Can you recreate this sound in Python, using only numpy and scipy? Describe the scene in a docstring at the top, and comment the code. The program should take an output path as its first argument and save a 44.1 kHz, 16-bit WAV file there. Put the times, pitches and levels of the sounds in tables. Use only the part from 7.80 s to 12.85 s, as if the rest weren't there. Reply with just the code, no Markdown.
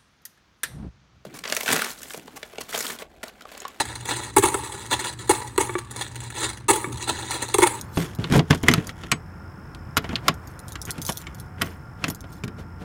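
"""Outdoors at a wooden shed door, close by: a padlock with a bunch of keys in it is worked onto the hasp.
Far traffic hums, a machine whines and an insect trills faintly. The steel hasp scrapes in tiny slips
and knocks on the boards, which answer with a thud, and the shackle snaps home. As the keys are
turned and drawn out they swing, tick against each other and ring on.
A soft low handling bump and a rustle come at the end."""
import sys
import numpy as np
from scipy import signal
from scipy.fft import rfft, irfft
from scipy.io import wavfile

SR = 44100
rng = np.random.default_rng(int(sys.argv[2]) if len(sys.argv) > 2 else 0)


def bounce(signal):
    """Save signal as a 16-bit WAV file at the path given by the first command-line argument."""
    frames = np.transpose(np.atleast_2d(signal))
    limited = np.clip(frames, -1, 1)
    pcm = np.round(limited * 32767).astype(np.int16)
    wavfile.write(sys.argv[1], SR, pcm)


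N = 222492
TIME = np.arange(N) / SR
HIT_TIME = TIME[:SR // 6]  # time axis of a one-shot

# Table levels are ahead of each layer's own gains.
# tone curves of the traffic's rumble and tyre noise: f/Hz, level/dB
RUMBLE_EQ = [(15, -39.5), (28, -28), (55, -4.5), (125, -5), (165, -7.5), (200, -12), (280, -17),
             (550, -28.5), (1200, -68), (4000, -73)]
TYRE_EQ = [(200, 0), (650, 0.5), (950, 4), (1500, 2), (2000, -5), (2600, -13.5), (4000, -25.5), (7000, -24),
           (15000, -28)]
# ebb and flow of traffic, which the tyre noise partly follows: t/s, level/dB
TRAFFIC_FLOW = [(0.0, -43.5), (0.46, -54), (2.06, -49), (2.28, -42), (3.64, -51.5), (5.05, -56)]
# tones of far engines: f/Hz, level/dB
ENGINE_TONES = [(86.1, -46.5), (328.4, -61), (737.5, -65), (888.2, -63), (1410, -74.5), (1642, -72)]
# fader ride of the insect: t/s, level/dB
INSECT_RIDE = [(0, -60), (2.0, -57.5), (3.7, -60), (4.4, -59.5), (4.9, -60.5)]
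# modes of the door boards: f/Hz, level/dB, t60/s
DOOR_MODES = [(91.2, -4, 0.18), (138.6, 3, 0.14), (165.9, 1, 0.18), (220, -24, 0.033), (256.2, -6, 0.15),
              (321.7, -13.5, 0.11), (432.3, -7.5, 0.23), (680, -18.5, 0.0077)]
# resonances of lock and hasp, and of the keys: f/Hz, width/Hz, level/dB
LOCK_MODES = [(676, 12, 2.5), (1110, 20, -3), (1458, 200, -9), (1898, 25, -14), (2144, 13, -16),
              (3010, 87, -11.5), (5025, 220, -12.5), (5670, 62, -31), (6590, 40, -16), (7310, 53, -4),
              (7950, 20, -18), (9000, 170, 1), (11800, 49.3, -19.5), (11900, 70, -14)]
KEY_MODES = [(3290, 420, 16.5), (4300, 16, -3), (4780, 21, -2), (5630, 1070, 4.5), (6740, 780, 6),
             (8300, 23, 2), (9900, 65, 17.5), (10500, 1200, 0.5), (12200, 31, -7), (12140, 42, -3.5),
             (12100, 96, 1), (13500, 69, -10.5), (15500, 150, -9.5), (15700, 44, -13)]
# tone curve of sliding steel: f/Hz, level/dB
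GRIT_EQ = [(150, -41), (380, 19.5), (520, -21), (700, -1), (1200, 5), (1900, 10), (3300, 1.5), (5000, -52),
           (9000, -39.5)]
# scrapes of steel, then a soft low handling bump and a rustle at the end:
# crest t/s, rise/s, fall/s, level/dB, relative rumble/dB, relative treble/dB
SCRAPE_AND_HANDLING_CUES = [(0.182, 0.018, 0.2, -35.5, 6.5, -3), (0.4, 0.0096, 0.44, -45.5, 11.5, -9),
                            (0.558, 0.059, .06, -29.5, 13.5, -7), (0.708, 0.0094, 0.021, -24, 11, -9),
                            (0.74, 0.082, 0.11, -45, 3, 4.5), (0.9, 0.095, 0.17, -33, 8.5, -11),
                            (1.079, 0.094, 0.065, -45.5, 9.5, 0), (1.209, 0.088, 0.19, -46.5, -1, -6),
                            (2.167, .004, 0.011, -39, -1, 5), (2.245, 0.02, 0.054, -39, 5, -19),
                            (2.32, 0.05, 0.12, -40, 4.5, -28), (2.483, 0.076, 0.062, -39, 9, -25),
                            (3.087, 0.024, .035, -30.5, -4.5, -15), (3.178, 0.099, .15, -53, 13, -9),
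                            (3.296, 0.0085, 0.037, -35, 7, -3), (3.41, 0.0097, .26, -46.5, -15, -13),
                            (3.817, 0.055, 0.18, -40, 6, -28), (4.257, 0.1, 0.11, -38.5, 3.5, -15),
                            (4.795, .035, 0.055, -60, 25, -20), (5.021, 0.045, 0.049, -55, 17.5, -20)]
# swings of the bunch: crest t/s, level/dB
BUNCH_SWINGS = [(0.0, -47), (0.179, -36), (2.68, -54.5), (2.9, -52.5), (3.08, -49), (3.28, -36.5),
                (3.369, -44.5), (3.588, -54.5), (3.86, -45), (4.29, -54), (4.53, -51.5)]
# modes of the free-hanging keys: f/Hz, level/dB relative to the touch, t60/s
LOOSE_KEY_MODES = [(3360, -27, 0.051), (9450, -34.5, .11), (11820, -26, 0.065), (13550, -27, .11)]
# key touching key: t/s, level/dB, main resonance f/Hz
KEY_TOUCHES = [(0.012, -16, 6660), (0.3499, -26, 12100), (0.831, -18.5, 7060), (1.0705, -19, 4740),
               (2.2233, -40, 13500), (2.5415, -30, 13200), (2.674, -29, 4700), (2.7922, -24.5, 10200),
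               (2.8822, -22.5, 9830), (2.9215, -21.5, 10700), (3.016, -14.5, 5640), (3.053, -19, 6530),
               (3.1066, -9.5, 10500), (3.217, -15.5, 5080), (3.223, -16.5, 6300), (3.251, -16.5, 4800),
               (3.265, -13, 6200), (3.2826, -15, 6500), (3.297, -11.5, 5560), (3.322, -16, 11600),
               (3.3725, -14, 13560), (3.416, -27, 7300), (3.547, -28, 13400), (3.5992, -22.5, 10300),
               (4.283, -16.5, 6800), (4.3004, -13, 11900), (4.348, -23, 13100), (4.4069, -26.5, 6300),
               (4.526, -35.5, 13700), (4.643, -29, 4280)]
# hasp, shackle or key left ringing by a hit: t/s, f/Hz, level/dB, t60/s
RING_OUTS = [(0.8842, 1980, -3, 0.026), (0.913, 6150, -29, 0.12), (1.315, 7950, -27.5, .11),
             (1.316, 6590, -30, 0.1), (2.174, 11480, -20, 0.035), (2.175, 14100, -29, .025),
             (2.482, 1110, -15.5, 0.05), (3.373, 13560, -41, 0.091), (3.82, 11930, -25, 0.028),
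             (3.818, 1447, -30, .08), (4.301, 11900, -34, 0.077)]
# a steel edge snapping into place: t/s, level/dB
SNAP_CUES = [(0.442, -13.5), (0.594, -9.5), (0.938, -1.5), (1.948, -29), (2.3563, -4.5), (2.361, -18),
             (4.241, -17)]
# layers of a knock (thud, wood, clack, steel, edge): low f/Hz, high f/Hz, level/dB, t60/s
KNOCK_LAYERS = [(109, 333, -2, 0.13), (480, 1060, -6, 0.058), (1000, 3500, -9, 0.048),
                (3150, 7140, -2, 0.029), (7350, 12500, -5, 0.018)]
# knocks of lock and hasp: t/s, level/dB, then relative thud/dB, wood/dB, edge/dB; main resonance f/Hz
KNOCK_CUES = [(0.1723, -14.5, 2.5, -2.5, -23, 1110), (0.387, -31.5, 14, -2, -15, 980),
              (0.4423, -16.5, -10.5, -22, -36, 2940), (0.5001, -25, 9.5, -18, -12, 1070),
              (0.5231, -13, -0.5, -10, -8, 3800), (0.535, -23, -1, 7, -4, 1050),
              (0.554, -19, 10, 7, -15, 1000), (0.5636, -18, 8.5, -12, -3, 1110),
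              (0.5782, -23.5, 6.5, -3, 1, 1110), (0.592, -9.5, -4.5, -2.5, -23, 1305),
              (0.7073, -3, -6, -14, -19, 1720), (0.7279, -10.5, -15.5, -3.5, -37, 1815),
              (0.7475, -18.5, -3, -19, -7, 1460), (0.835, -15.5, -1, -12, -37, 1000),
              (0.884, 1, -8.5, -17.5, -10, 2140), (0.9134, -12, -5, -31, -11, 1990),
              (0.9374, -6.5, -14, -44, -5, 1310), (0.9794, -20.5, 4, -24, -32, 1900),
              (1.093, -19.5, -30, -26, -19, 1880), (1.235, -22, -11, -9, -25, 1320),
              (1.3164, -4, -34, -20, -7.5, 2095), (1.3222, -5, -16, -23, -29, 2310),
              (1.9484, -33.5, -21, -30, -8, 1026), (2.169, -5, -12, -23, -11, 1370),
              (2.1758, -6, -21, -20, -15, 1240), (2.2425, -22.5, -13, -3.5, -38, 1380),
              (2.2914, -21.5, -5.5, -11, -23, 1340), (2.3298, -26, 3, 0.5, -22, 1260),
              (2.359, -15, -22, -33, -17.5, 3390), (2.4817, -1, -28, -18.5, -8.5, 1350),
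              (2.4858, -9.5, -7, -5.5, -19, 1150), (2.9552, -18, -17.5, -32, -17, 1330),
              (3.181, -27, 0.5, -7.5, -5, 1420), (3.2911, -14.5, -12, -1, -10, 1147),
              (3.469, -23, -15.5, -28, -21, 2250), (3.8138, -15, -18.5, -9, -21, 1520),
              (3.8183, -7, -15.5, -22, -8.5, 1458), (4.241, -8, -16.5, -16, -18, 2596),
              (4.2811, -19.5, -2, -8, -12, 1860), (4.3009, -27, -19, 0, -8, 1050),
              (4.4404, -33, -4, -2, -30, 1440), (4.6369, -19.5, -2, -21, -17.5, 2320),
              (4.679, -27.5, 2.5, -22, -11, 1500)]


def from_db(db):
    """Decibels to gain."""
    return 10 ** (np.asarray(db) / 20)


def rms_one(x):
    """Scale to rms 1."""
    return x / np.sqrt(np.mean(x ** 2) + 1e-20)


def ride(points):
    """A breakpoint curve at every sample."""
    return np.interp(TIME, *np.transpose(points))


def add(out, t, sound):
    """Mix a sound in at t seconds."""
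    at = max(round(t * SR), 0)
    out[at:at + len(sound)] += sound[:N - at]


def band(x, low_hz, high_hz, order=2):
    """Causal band-pass."""
    sos = signal.butter(order, [low_hz, high_hz], "band", fs=SR, output="sos")
    return signal.sosfilt(sos, x + 1e-18)


def coloured(x, curve):
    """Shape a long noise with a tone curve; rms 1."""
    hz, db = np.transpose(curve)
    log_hz = np.log(np.fft.rfftfreq(N, 1 / SR) + 1)
    gain = from_db(np.interp(log_hz, np.log(hz), db))
    return rms_one(irfft(rfft(x) * gain, N))


def drift(rate_hz):
    """Smooth random modulation of rms about 1."""
    hop, run_in = 40, 2000
    pole = np.exp(-2 * np.pi * hop * rate_hz / SR)
    noise = rng.standard_normal(N // hop + run_in + 2)
    slow = signal.lfilter([1], [1, -2 * pole, pole * pole], noise)[run_in:]
    return np.interp(np.arange(N) / hop, np.arange(len(slow)), rms_one(slow))


def sine(hz):
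    """A tone that follows a pitch curve."""
    return np.sin(2 * np.pi * np.cumsum(hz) / SR)


def resonate(x, hz, width_hz):
    """One resonance with gain 1 at its peak."""
    r = np.exp(-np.pi * width_hz / SR)
    feedback = [1, -2 * r * np.cos(2 * np.pi * hz / SR), r * r]
    return signal.lfilter(np.array([1, 0, -1]) * (1 - r * r) / 2, feedback, x + 1e-18)


def body(x, modes, held_width_hz=45):
    """Play a sound through an object's resonances; the hand damps the narrowest."""
    return sum(from_db(db) * resonate(x, hz, max(width, held_width_hz)) for hz, width, db in modes)


def fade(t60):
    """Free decay from 1, down 60 dB after t60 seconds."""
    return np.exp(-np.log(1000) * HIT_TIME / t60)


def ring(hz, t60):
    """A struck mode."""
    return np.sin(2 * np.pi * hz * HIT_TIME) * fade(t60)


def partials(draws, low_hz, high_hz, t60):
    """Modes at random pitches in a range, each with its own strength and decay; starts near rms 1."""
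    place, strength, life = draws
    pitches = low_hz * (high_hz / low_hz) ** place
    gains = (strength - .5) * np.sqrt(2 / np.sum((strength - .5) ** 2))
    return sum(gain * ring(hz, decay) for hz, gain, decay in zip(pitches, gains, t60 * (.5 + life)))


def burst(noise, low_hz, high_hz, t60):
    """Many close modes struck at once, dying together; starts near rms 1."""
    sound = band(noise * fade(t60), low_hz, high_hz, order=3)
    return sound * np.sqrt(np.sum(fade(t60) ** 2) / np.sum(sound ** 2))


def grains(per_s, spread_db=5):
    """Random tiny impacts of uneven size."""
    out = np.zeros(N)
    onsets = np.flatnonzero(rng.random(N) < per_s / SR)
    size, sign = rng.random((2, N))[:, onsets]
    size_db = spread_db * np.minimum(-np.log(1 - size), 3.5)
    out[onsets] = from_db(size_db) * np.sign(sign - .5)
    return out


def traffic(rumble_db=-41, tyres_db=-49, tyres_follow=0.387, hum_db=-1):
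    """The far traffic bed: rumble, tyre wash and wavering engine tones."""
    flow_db = ride(TRAFFIC_FLOW)
    swell_db = tyres_follow * (flow_db - flow_db.mean())
    rumble = from_db(rumble_db + drift(1.45)) * coloured(rng.standard_normal(N), RUMBLE_EQ)
    tyres = from_db(tyres_db + swell_db) * coloured(rng.standard_normal(N), TYRE_EQ)
    hum = sum(from_db(db + 3 * drift(3.4)) * sine(hz + 1.5 * drift(8)) for hz, db in ENGINE_TONES)
    return rumble + tyres + from_db(hum_db) * np.sqrt(2) * hum


def machine(hz=1397, waver_hz=22, level_db=-55, fade_in_s=1.3):
    """A distant machine's unsteady whine fades up at the start."""
    level = from_db(level_db + 3 * drift(13)) * np.minimum(TIME / fade_in_s, 1)
    return level * sine(hz + waver_hz * drift(17.9))


def insect(strokes_per_s=50.8, duty=.5, top_hz=5450, sag_hz=550, scatter_db=-5):
    """Each wing stroke is a short tone that sags in pitch; the foliage smears it into a soft hiss."""
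    cycles = np.cumsum(strokes_per_s + 0.35 * drift(5.6)) / SR
    stroke = np.minimum(cycles % 1 / duty, 1)
    tone = np.sin(np.pi * stroke) * sine(top_hz - sag_hz * stroke ** 2 + 70 * drift(191))
    hiss = np.std(tone) * rms_one(band(rng.standard_normal(N), top_hz - sag_hz, top_hz))
    return from_db(ride(INSECT_RIDE) + 1.5 * drift(22)) * (tone + from_db(scatter_db) * hiss)


def shed_reflections(x, t60=0.13, predelay_s=.006, wet_db=-17, top_hz=3500):
    """The wall, eaves and ground scatter back a short dull tail."""
    scatter = rng.standard_normal(len(HIT_TIME)) * fade(t60) * (HIT_TIME > predelay_s)
    tail = band(scatter, 100, top_hz, order=1)
    tail /= np.sqrt(np.sum(tail ** 2) * SR / 2 / top_hz)  # about unity gain in the band
    return x + from_db(wet_db) * signal.fftconvolve(x, tail)[:N]


def scrapes_and_handling(rough_db=4.5, lock_db=5, burr_db=-11.5, shake_db=-15,
                         skid_db=-36, skid_t60=0.054):
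    """Steel slips, catches on burrs and shakes the door; a soft handling bump and a rustle come last."""
    slips = grains(per_s=1100, spread_db=3.5) * from_db(rough_db * drift(68))
    grit = coloured(slips + from_db(lock_db) * body(slips, LOCK_MODES), GRIT_EQ)
    sizzle = rms_one(band(slips + body(slips, KEY_MODES), 2800, 9500, order=1))
    burrs = rms_one(band(grains(per_s=110), 2000, 10000, order=1))
    treble = sizzle + from_db(burr_db) * burrs
    boards = [(hz, np.log(1000) / np.pi / t60, db) for hz, db, t60 in DOOR_MODES]  # t60 to width
    shake = rng.standard_normal(N)
    rumble = rms_one(body(shake, boards) + from_db(shake_db) * band(shake, 55, 240))
    skids = np.zeros(N)
    for t, db, *_ in KNOCK_CUES:  # the steel skids on briefly after every knock
        add(skids, t, from_db(db + skid_db) * fade(skid_t60))
    out = skids * grit
    for crest, rise, fall, db, rumble_db, treble_db in SCRAPE_AND_HANDLING_CUES:
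        start, end = crest - rise, crest + fall
        span = slice(int(start * SR), int(end * SR))
        pressure = np.interp(TIME[span], [start, crest, end], [0, 1, 0]) ** 1.65
        texture = grit[span] + from_db(rumble_db) * rumble[span] + from_db(treble_db) * treble[span]
        out[span] += pressure * from_db(db) * texture
    return out


def jingle(level_db=-2, width_hz=55, tick_db=-6, count=24, rise_db_per_s=330, fall_db_per_s=181):
    """Each swing of the bunch is a swell of small touches, each ringing one of the keys' partials."""
    pitches = np.linspace(3500, 15300, count) + rng.uniform(-200, 200, count)
    touches = grains(per_s=1500)
    struck = rng.integers(0, count, N)
    rings = rms_one(sum(resonate(touches * (struck == k), hz, width_hz) for k, hz in enumerate(pitches)))
    ticks = rms_one(band(touches, 1800, 7700))
    swings_db = [db - np.maximum(rise_db_per_s * (t - TIME), fall_db_per_s * (TIME - t))
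                 for t, db in BUNCH_SWINGS]
    return from_db(np.max(swings_db, axis=0) + level_db) * (rings + from_db(tick_db) * ticks)


def loose_keys():
    """Every touch sets the free-hanging keys ringing, each with a strength of its own."""
    out = np.zeros(N)
    modes = np.array([from_db(db) * ring(hz, t60) for hz, db, t60 in LOOSE_KEY_MODES])
    shares = rng.uniform(-1, 1, (len(KEY_TOUCHES), len(LOOSE_KEY_MODES)))
    for (t, db, _), share in zip(KEY_TOUCHES, shares):
        add(out, t, from_db(db) * (share @ modes))
    return out


def key_clinks(tick_t60=0.0049, ring_t60=.034, ring_db=-10, body_db=-14.5, shimmer_db=-11,
               main_db=-19, main_t60=0.038, rebound_s=0.0065, rebound_db=-6.5, direct_db=-2, bunch_db=-8):
    """Key meets key: a sharp tick, a brief ring around one main mode, and a single rebound."""
    out = np.zeros(N)
    noises = rng.standard_normal((len(KEY_TOUCHES), 2, len(HIT_TIME)))
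    draws = rng.random((len(KEY_TOUCHES), 2, 3, 10))  # two sets of ten partials a touch
    delays = rebound_s * rng.uniform(.5, 1.5, len(KEY_TOUCHES))
    for (t, db, hz), noise, (lower, upper), delay in zip(KEY_TOUCHES, noises, draws, delays):
        bending = burst(noise[0], 3930, 8100, tick_t60)
        bending += from_db(ring_db) * partials(lower, 3634, 8000, ring_t60)
        shimmer = burst(noise[1], 6000, 15500, tick_t60)
        shimmer += from_db(ring_db) * partials(upper, 8000, 15000, ring_t60)
        tilt_db = np.log2(hz / 8000)  # per octave of the main mode: 1 dB more body, 1 dB less shimmer
        clink = from_db(body_db + tilt_db) * bending + from_db(shimmer_db - tilt_db) * shimmer
        add(out, t, from_db(db) * (clink + from_db(main_db) * ring(hz, main_t60)))
        add(out, t + delay, from_db(db + rebound_db) * clink)
    return from_db(direct_db) * out + from_db(bunch_db) * body(out, KEY_MODES)


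def pings(twin_db=-6, detune_hz=70):
    """Parts that the hand does not damp ring on, with a close twin mode that beats."""
    out = np.zeros(N)
    for t, hz, db, t60 in RING_OUTS:
        twin = ring(hz + detune_hz * rng.standard_normal(), t60 / 2)
        add(out, t, from_db(db) * (ring(hz, t60) + from_db(twin_db) * twin))
    return out


def snaps(band_hz=(2700, 4500), crack_t60=0.0015, tail_db=-17, tail_t60=0.02):
    """A steel edge slips into place: a tight, bright crack with a faint tail."""
    out = np.zeros(N)
    for t, db in SNAP_CUES:
        crack = burst(rng.standard_normal(len(HIT_TIME)), *band_hz, crack_t60)
        tail = burst(rng.standard_normal(len(HIT_TIME)), *band_hz, tail_t60)
        add(out, t, from_db(db) * (crack + from_db(tail_db) * tail))
    return out


def knocks(main_db=-10, cluster_db=-15, cluster_ratio=1.093, overtone_db=-6, door_db=-8, direct_db=-3):
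    """Steel meets steel: a short clack coloured by the lock, and a thud from the boards behind."""
    steel, door = np.zeros(N), np.zeros(N)
    count = len(KNOCK_CUES)
    noises = rng.standard_normal((count, len(KNOCK_LAYERS), len(HIT_TIME)))
    shares = rng.uniform(.5, 1.4, (count, len(DOOR_MODES)))  # each blow weights the door's modes anew
    shares *= rng.choice([-1, 1], shares.shape)
    draws = rng.random((count, 2, 3, 8))  # two sets of eight partials a knock
    boards = np.array([from_db(db) * ring(hz, t60) for hz, db, t60 in DOOR_MODES])
    for cue, noise, share, (near, upper) in zip(KNOCK_CUES, noises, shares, draws):
        t, db, thud_db, wood_db, edge_db, hz = cue
        steel_db = -6.5 + 0.38 * edge_db  # the steel layer follows the bright edge
        layers = zip(noise, (thud_db, wood_db, 0, steel_db, edge_db), KNOCK_LAYERS)
        clack = sum(from_db(trim_db + layer_db) * burst(source, low, high, t60)
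                    for source, trim_db, (low, high, layer_db, t60) in layers)
        # the grip and the point of contact pick a main resonance, its neighbours and a few overtones
        clack += from_db(main_db) * ring(hz, t60=0.04)
        clack += from_db(cluster_db) * partials(near, hz / cluster_ratio, hz * cluster_ratio, t60=0.02)
        clack += from_db(steel_db + overtone_db) * partials(upper, 2976, 8550, t60=.022)
        add(steel, t, from_db(db) * clack)
        add(door, t, from_db(db + thud_db + door_db) * (share @ boards))
    return from_db(direct_db) * steel + body(steel, LOCK_MODES) + door


def scene():
    """The mono mix: lock and keys at arm's length, the outdoor bed behind."""
    foley = shed_reflections(knocks() + snaps() + key_clinks() + jingle() + scrapes_and_handling())
    return (foley + pings() + loose_keys() + traffic() + machine() + insect())[None]


def record(dry, cutoff_hz=16100):
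    """Peaks clip at full scale, then a steep low-pass takes off the very top."""
    low_pass = signal.ellip(10, .1, 70, cutoff_hz, fs=SR, output="sos")
    return signal.sosfilt(low_pass, np.clip(dry, -1, 1))


dry = scene()
out = record(dry)
bounce(out)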